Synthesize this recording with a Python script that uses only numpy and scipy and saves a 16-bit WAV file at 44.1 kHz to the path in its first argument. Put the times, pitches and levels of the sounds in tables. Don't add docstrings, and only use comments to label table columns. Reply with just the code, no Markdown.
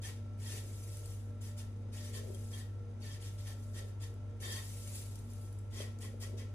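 import sys
import numpy as np
from scipy import signal
from scipy.fft import rfft, irfft, next_fast_len
from scipy.io import wavfile
from scipy.ndimage import map_coordinates

SR = 44100
rng = np.random.default_rng(int(sys.argv[2]) if len(sys.argv) > 2 else 0)


def bounce(signal):
    frames = np.transpose(np.atleast_2d(signal))
    limited = np.clip(frames, -1, 1)
    pcm = np.round(limited * 32767).astype(np.int16)
    wavfile.write(sys.argv[1], SR, pcm)


N = 288414

# (frequency [Hz], gain [dB])
CRUSH_SPECTRUM = [(300, -0.5), (700, -3.5), (1150, -9.5), (1500, -6.5), (2100, -1), (2800, -1), (3700, 1),
                  (4200, -3.5), (4700, 0.5), (6000, 0.5), (8000, -5.5), (11000, -12), (15000, -21)]
# (frequency [Hz], gain [dB])
TRICKLE_SPECTRUM = [(1500, -21), (4200, -9.5), (5500, -6), (7300, -1.5), (8700, -3.5), (10500, -1),
                    (11800, -5.5), (13000, -8.5), (15000, -12)]
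def crumbs(crush_db, trickle_db):
    crush = coloured(fractures(9000 * amp(0.6 * (crush_db + 60)), spread_db=3.5), CRUSH_SPECTRUM)
    dust = fractures(12000 * amp(0.6 * (trickle_db + 58.5)), spread_db=5)
    whole_crumbs = fractures(250, spread_db=-2)
    trickle = coloured(dust + amp(-7.5) * whole_crumbs, TRICKLE_SPECTRUM)
    clumps_db = 1.04 * wobble(70)
    return amp(crush_db + clumps_db + 3.5) * crush + amp(trickle_db + clumps_db + 2) * trickle


# (start [s], rise [s], hold [s], crush [dB], trickle [dB], ring [dB])
PUSHES = [(0.01, 0.036, 0.03, -53, -53.5, -59.5), (0.369, .14, 0.071, -55.5, -52, -62),
          (1.405, 0.015, 0.07, -64.5, -60, -70.5), (1.562, 0.028, 0.005, -59, -56.5, -66),
          (1.918, 0.02, 0.069, -59, -59, -65), (2.003, 0.046, .05, -61, -59.5, -70),
          (2.122, 0.021, .03, -55.5, -53.5, -57), (2.502, 0.016, 0.085, -62.5, -59, -60.5),
          (2.99, 0.046, .11, -61, -63, -64), (3.194, 0.025, 0.062, -60.5, -61.5, -68.5),
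          (3.374, 0.015, 0.019, -63, -64, -73), (3.42, 0.058, 0.026, -59.5, -58, -62),
          (3.726, 0.047, 0.013, -56.5, -56.5, -59), (3.847, 0.03, .02, -76, -70, -73.5),
          (3.995, 0.029, 0.013, -59.5, -59.5, -64), (4.395, 0.034, 0.073, -55.5, -53.5, -52),
          (4.489, 0.032, 0.056, -53.5, -50, -52.8), (4.926, 0.023, 0.028, -65, -51.5, -87),
          (5.696, 0.11, 0.015, -53.5, -55.5, -57), (5.997, 0.021, 0.032, -59, -57.5, -61.5),
          (6.192, 0.032, 0.01, -55.5, -53.3, -59), (6.366, 0.014, 0.024, -59.5, -63.5, -62)]
# (start [s], length [s], level [dB])
SPILLS = [(0.605, 0.3, -61.5), (0.854, 0.26, -61), (2.202, .28, -64), (3.29, 0.076, -69), (3.554, .15, -69),
          (4.566, 0.45, -57.5), (5.074, 0.1, -65), (5.259, 0.2, -66.5)]
def hand():
    resting_db, spill_mix_db = (-81.5, -86, -89), (-7.5, 0, -25)
    ring_lag_s = 0.013
    power = np.outer(amp(resting_db) ** 2, np.ones(N))
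    for start_s, rise_s, hold_s, crush_db, trickle_db, ring_db in PUSHES:
        press = stroke(start_s, rise_s, hold_s, release_db_per_s=330)
        settle = amp(-9.5) * stroke(start_s, rise_s, hold_s, release_db_per_s=133)
        work = np.maximum(press, settle)
        grind = stroke(start_s + ring_lag_s, rise_s, hold_s, release_db_per_s=229)
        power += np.array([amp(crush_db) * work, amp(trickle_db) * work, amp(ring_db) * grind]) ** 2
    spill_rise_s = 0.044
    for start_s, length_s, db in SPILLS:
        flow = amp(db) * stroke(start_s, spill_rise_s, length_s - spill_rise_s, release_db_per_s=94)
        power += np.outer(amp(spill_mix_db), flow) ** 2
    return 10 * np.log10(power)


# (time [s], level [dB])
SNAPS = [(0.0667, -51), (0.9702, -43), (1.058, -42), (2.3471, -42), (4.14, -51.5), (4.8748, -39),
         (4.9544, -38), (5.1564, -43), (5.1894, -46.5), (5.3138, -53), (5.3338, -46), (5.3794, -52),
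         (5.4136, -47.5), (5.5268, -48.5), (5.5877, -47.5), (5.9878, -45.5)]
def snaps():
    return bursts(SNAPS, TRICKLE_SPECTRUM, t60_s=0.0078, gain_db=11.5)


# (frequency [Hz], width [Hz], fingertip gain [dB], palm gain [dB])
PLATE_MODES = [(1073, 35, -10.5, -7.5), (1337, 26, -14, -7), (1731, 60, -10, -12), (1782.6, 13, 3.5, -6),
               (1900, 15.4, 2, 1.5), (2010, 42, -14, -3), (2240, 39, -26, -7.5), (2570, 120, -26, -12),
               (3160, 20, -6.5, -7), (3250, 18, -3, -1), (3620, 40, -4, -18), (4530, 20, -4.5, -10),
               (4700, 20, -9, -6)]
def plate(ring_db, palm_from_s=5.65):
    def ring(touch):
        def response(hz):
            return sum((-1) ** k * amp(gains_db[touch]) * 1j * hz * width_hz
                       / (mode_hz ** 2 - hz ** 2 + 1j * hz * width_hz)
                       for k, (mode_hz, width_hz, *gains_db) in enumerate(PLATE_MODES))
        return unit(filtered(scrape, response))
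    scrape = np.array([fractures(3000, spread_db=9) for channel in range(2)])
    fingertips, palm = ring(0), ring(1)
    return amp(ring_db + 2) * np.where(np.arange(N) / SR > palm_from_s, palm, fingertips)


# (time [s], level [dB], mode [Hz])
CATCHES = [(0.036, -47.5, 3250), (0.044, -47.5, 1785), (0.455, -51.5, 1900), (0.473, -49, 3250),
           (2.14, -54, 4500), (2.34, -57, 3255), (2.531, -46.5, 3275), (3.02, -54, 4500), (3.06, -55, 4480),
           (3.11, -54, 3220), (4.5, -50, 3250), (4.544, -45, 4560), (4.562, -48, 3250), (5.8, -47, 3250)]
def catches(rise_s, t60_s):
    out, t = np.zeros((2, N + SR)), np.arange(SR // 5) / SR
    swell = (1 - np.exp(-(t / rise_s) ** 2)) * amp(-60 * t / t60_s)
    swell /= swell.max()
    stereo_rad = np.array([[0], [np.pi / 2]])
    for time_s, db, hz in CATCHES:
        phase = 2 * np.pi * (hz * t + rng.random()) + stereo_rad
        out[:, round(time_s * SR):][:, :len(t)] += amp(db - 2) * swell * np.sin(phase)
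    return out[:, :N]


# (frequency [Hz], gain [dB])
THUD_SPECTRUM = [(120, -23), (260, -9), (370, 14), (440, 11.5), (620, 5.5), (800, -20), (1500, -30)]
# (start [s], length [s], level [dB])
SHOVES = [(0.377, 0.43, -62.5), (0.913, 0.2, -66), (1.896, 0.61, -63), (2.108, .28, -58),
          (3.73, 0.19, -58.5), (4.377, 0.22, -61.5), (5.69, .2, -59.5), (5.972, 0.19, -61.5),
          (6.17, 0.33, -58)]
# (time [s], level [dB])
FLOPS = [(2.164, -60), (2.9, -48.5), (5.805, -38), (6.141, -51)]
def meat():
    t = np.arange(N) / SR
    push = sum(amp(db) * np.sin(np.pi * np.clip((t - start_s) / length_s, 0, 1))
               for start_s, length_s, db in SHOVES)
    rub = push * coloured(fractures(1500, spread_db=3.5), THUD_SPECTRUM)
    return rub + bursts(FLOPS, THUD_SPECTRUM, t60_s=0.0096, gain_db=17)


# (frequency [Hz], T60 [s])
KITCHEN_T60 = [(300, 0.48), (2000, 0.51), (6000, 0.31), (14000, 0.28)]
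def kitchen(x, early_db, early_t60_s, tail_db, spots, hops_per_s=90):
    t = np.arange(SR // 4) / SR
    position = np.arange(N) / SR * hops_per_s
    wet = np.zeros((2, N))
    for spot in range(spots):
        hz, age_s, noise = signal.stft(rng.standard_normal((2, len(t))), SR, nperseg=256)
        decay = amp(-60 * age_s / along(KITCHEN_T60, hz)[:, None])
        tail = signal.istft(noise * decay, SR, nperseg=256)[1][:, :len(t)]
        early = rng.standard_normal(tail.shape) * amp(-60 * t / early_t60_s)
        echo = (amp(tail_db) * unit(tail) + amp(early_db) * unit(early)) / np.sqrt(len(t))
        share = np.sin(np.pi / 2 * np.minimum((position - spot) % spots, 2))
        wet += signal.oaconvolve((x * share)[None], echo, axes=1)[:, :N]
    direct = np.array([x, np.roll(x, 5)])
    return (direct + wet) / np.sqrt(1 + amp(early_db) ** 2 + amp(tail_db) ** 2)


# (frequency [Hz], level [dB], unsteadiness [0-1])
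HUM_LINES = [(49.8, -55, 0.14), (84.3, -58, 0), (100, -41.5, 0.09), (118, -78, 1), (199, -68.5, 0.54),
             (435, -74, 1), (473, -66, 0.96), (551.5, -76.5, 0.88), (593.5, -69.5, 0.84), (841, -82, 0.3),
             (907, -81.5, 0.55), (1337, -73.5, 0.28), (1385, -80.5, 0.27)]
# (time [s], level [dB])
DRONE_LEVELS = [(0.0, -65), (0.2, -55.5), (0.87, -63.5), (0.89, -84), (1.26, -57.5), (2.62, -55.5),
                (2.71, -65.5), (3.04, -54.5), (3.13, -69.5), (3.71, -55.5), (4.11, -71), (4.15, -59),
                (5.23, -61.5), (5.26, -52.5), (5.68, -70.5), (5.74, -58), (6.45, -55.5), (6.54, -72)]
def appliances(drone_hz=232.7):
    t = np.arange(N) / SR
    hum = np.zeros(N)
    for hz, db, unsteady in HUM_LINES:
        drift = (wobble(9.7) + 1j * wobble(9)) / np.sqrt(2)
        carrier = np.exp(2j * np.pi * (hz * t + rng.random()))
        hum += amp(db) * unit(np.real((1 - unsteady + unsteady * drift) * carrier))
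    drone_db = np.interp(t, *np.transpose(DRONE_LEVELS))
    drone = amp(drone_db - 1) * unit(np.cos(2 * np.pi * drone_hz * t + 0.7 * wobble(6)))
    return (amp(-2) * hum + drone) * amp([[0.3], [-0.3]])


# (frequency [Hz], rms level [dB])
WHINE_LINES = [(3763, -90.5), (5001, -90.5), (5997, -88.5), (6498, -91), (7500, -99), (8000, -111),
               (9496, -92)]
def whine():
    t = np.arange(N) / SR
    return sum(amp(db) * unit(np.sin(2 * np.pi * (hz * t + rng.random()))) for hz, db in WHINE_LINES)


# (frequency [Hz], gain [dB])
FAN_SPECTRUM = [(25, -5), (60, -3), (105, 10), (160, -5), (280, -2.5), (450, -7), (750, -14), (1200, -19.5),
                (1900, -23.5), (3500, -30.5), (6000, -39.5), (10000, -39), (11500, -53), (15000, -50)]
# (frequency [Hz], coherence [0-1])
FAN_COHERENCE = [(100, 0.69), (290, 0.63), (600, 0.2), (1200, 0.013), (8000, 0.04)]
def fan(level_db):
    def mid_side_gains(hz):
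        angle = np.arccos(along(FAN_COHERENCE, hz)) / 2
        return np.array([np.cos(angle), np.sin(angle)])
    mid, side = filtered(rng.standard_normal((2, N)), mid_side_gains)
    return amp(level_db) * coloured(np.array([mid + side, mid - side]), FAN_SPECTRUM)


def fractures(rate_per_s, spread_db):
    chance = np.clip(rate_per_s / SR, 1e-4, 1)
    sizes = amp(spread_db * np.minimum(rng.standard_normal(N), 2)) * rng.choice([-1, 1], N)
    return unit((rng.random(N) < chance) * sizes / np.sqrt(chance))


def bursts(events, spectrum, t60_s, gain_db):
    out, t = np.zeros(N + SR), np.arange(SR // 10) / SR
    for time_s, db in events:
        burst = rng.standard_normal(len(t)) * amp(-60 * t / t60_s)
        out[round(time_s * SR):][:len(t)] += amp(db + gain_db) * burst / np.abs(burst).max()
    return filtered(out[:N], lambda hz: amp(along(spectrum, hz)))


def stroke(start_s, rise_s, hold_s, release_db_per_s):
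    age_s = np.arange(N) / SR - start_s
    rise = np.clip(age_s / max(rise_s, 1e-3), 0, 1)
    release = amp(-release_db_per_s * np.maximum(age_s - rise_s - hold_s, 0))
    return rise * release * (age_s < 2)


def wobble(knots_per_s):
    knots = rng.standard_normal(int(N * knots_per_s / SR) + 4)
    return map_coordinates(knots, [np.arange(N) * knots_per_s / SR])


def coloured(x, spectrum):
    return unit(filtered(x, lambda hz: amp(along(spectrum, hz))))


def filtered(x, response):
    size = next_fast_len(N + SR // 2)
    return irfft(rfft(x, size) * response(np.fft.rfftfreq(size, 1 / SR)), size)[..., :N]


def along(points, hz):
    knots_hz, values = np.transpose(points)
    return np.interp(np.log(hz + 1), np.log(knots_hz + 1), values)


def amp(db):
    return 10 ** (np.asarray(db) / 20)


def unit(x):
    return x / np.sqrt(np.mean(x ** 2) + 1e-20)


# (frequency [Hz], left minus right [dB])
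BALANCE = [(500, 6), (1300, 7), (1800, -0.5), (3200, 3.5), (5000, 1.5), (8700, 4.5), (10700, -3),
           (14000, -1)]
def scene():
    crush_db, trickle_db, ring_db = hand()
    crackle = crumbs(crush_db, trickle_db) + snaps()
    crackle = kitchen(crackle, early_db=2, early_t60_s=0.03, tail_db=0, spots=14)
    bumps = kitchen(meat(), early_db=-22.5, early_t60_s=0.023, tail_db=-2.5, spots=3)
    food = crackle + bumps + plate(ring_db) + catches(rise_s=0.0076, t60_s=0.064)
    food = filtered(food, lambda hz: amp(np.outer([0.5, -0.5], along(BALANCE, hz))))
    return food + appliances() + whine() + fan(level_db=-55)


def record(dry):
    cutoff_hz = 15250
    return filtered(dry, lambda hz: hz < cutoff_hz)


dry = scene()
out = record(dry)
bounce(out)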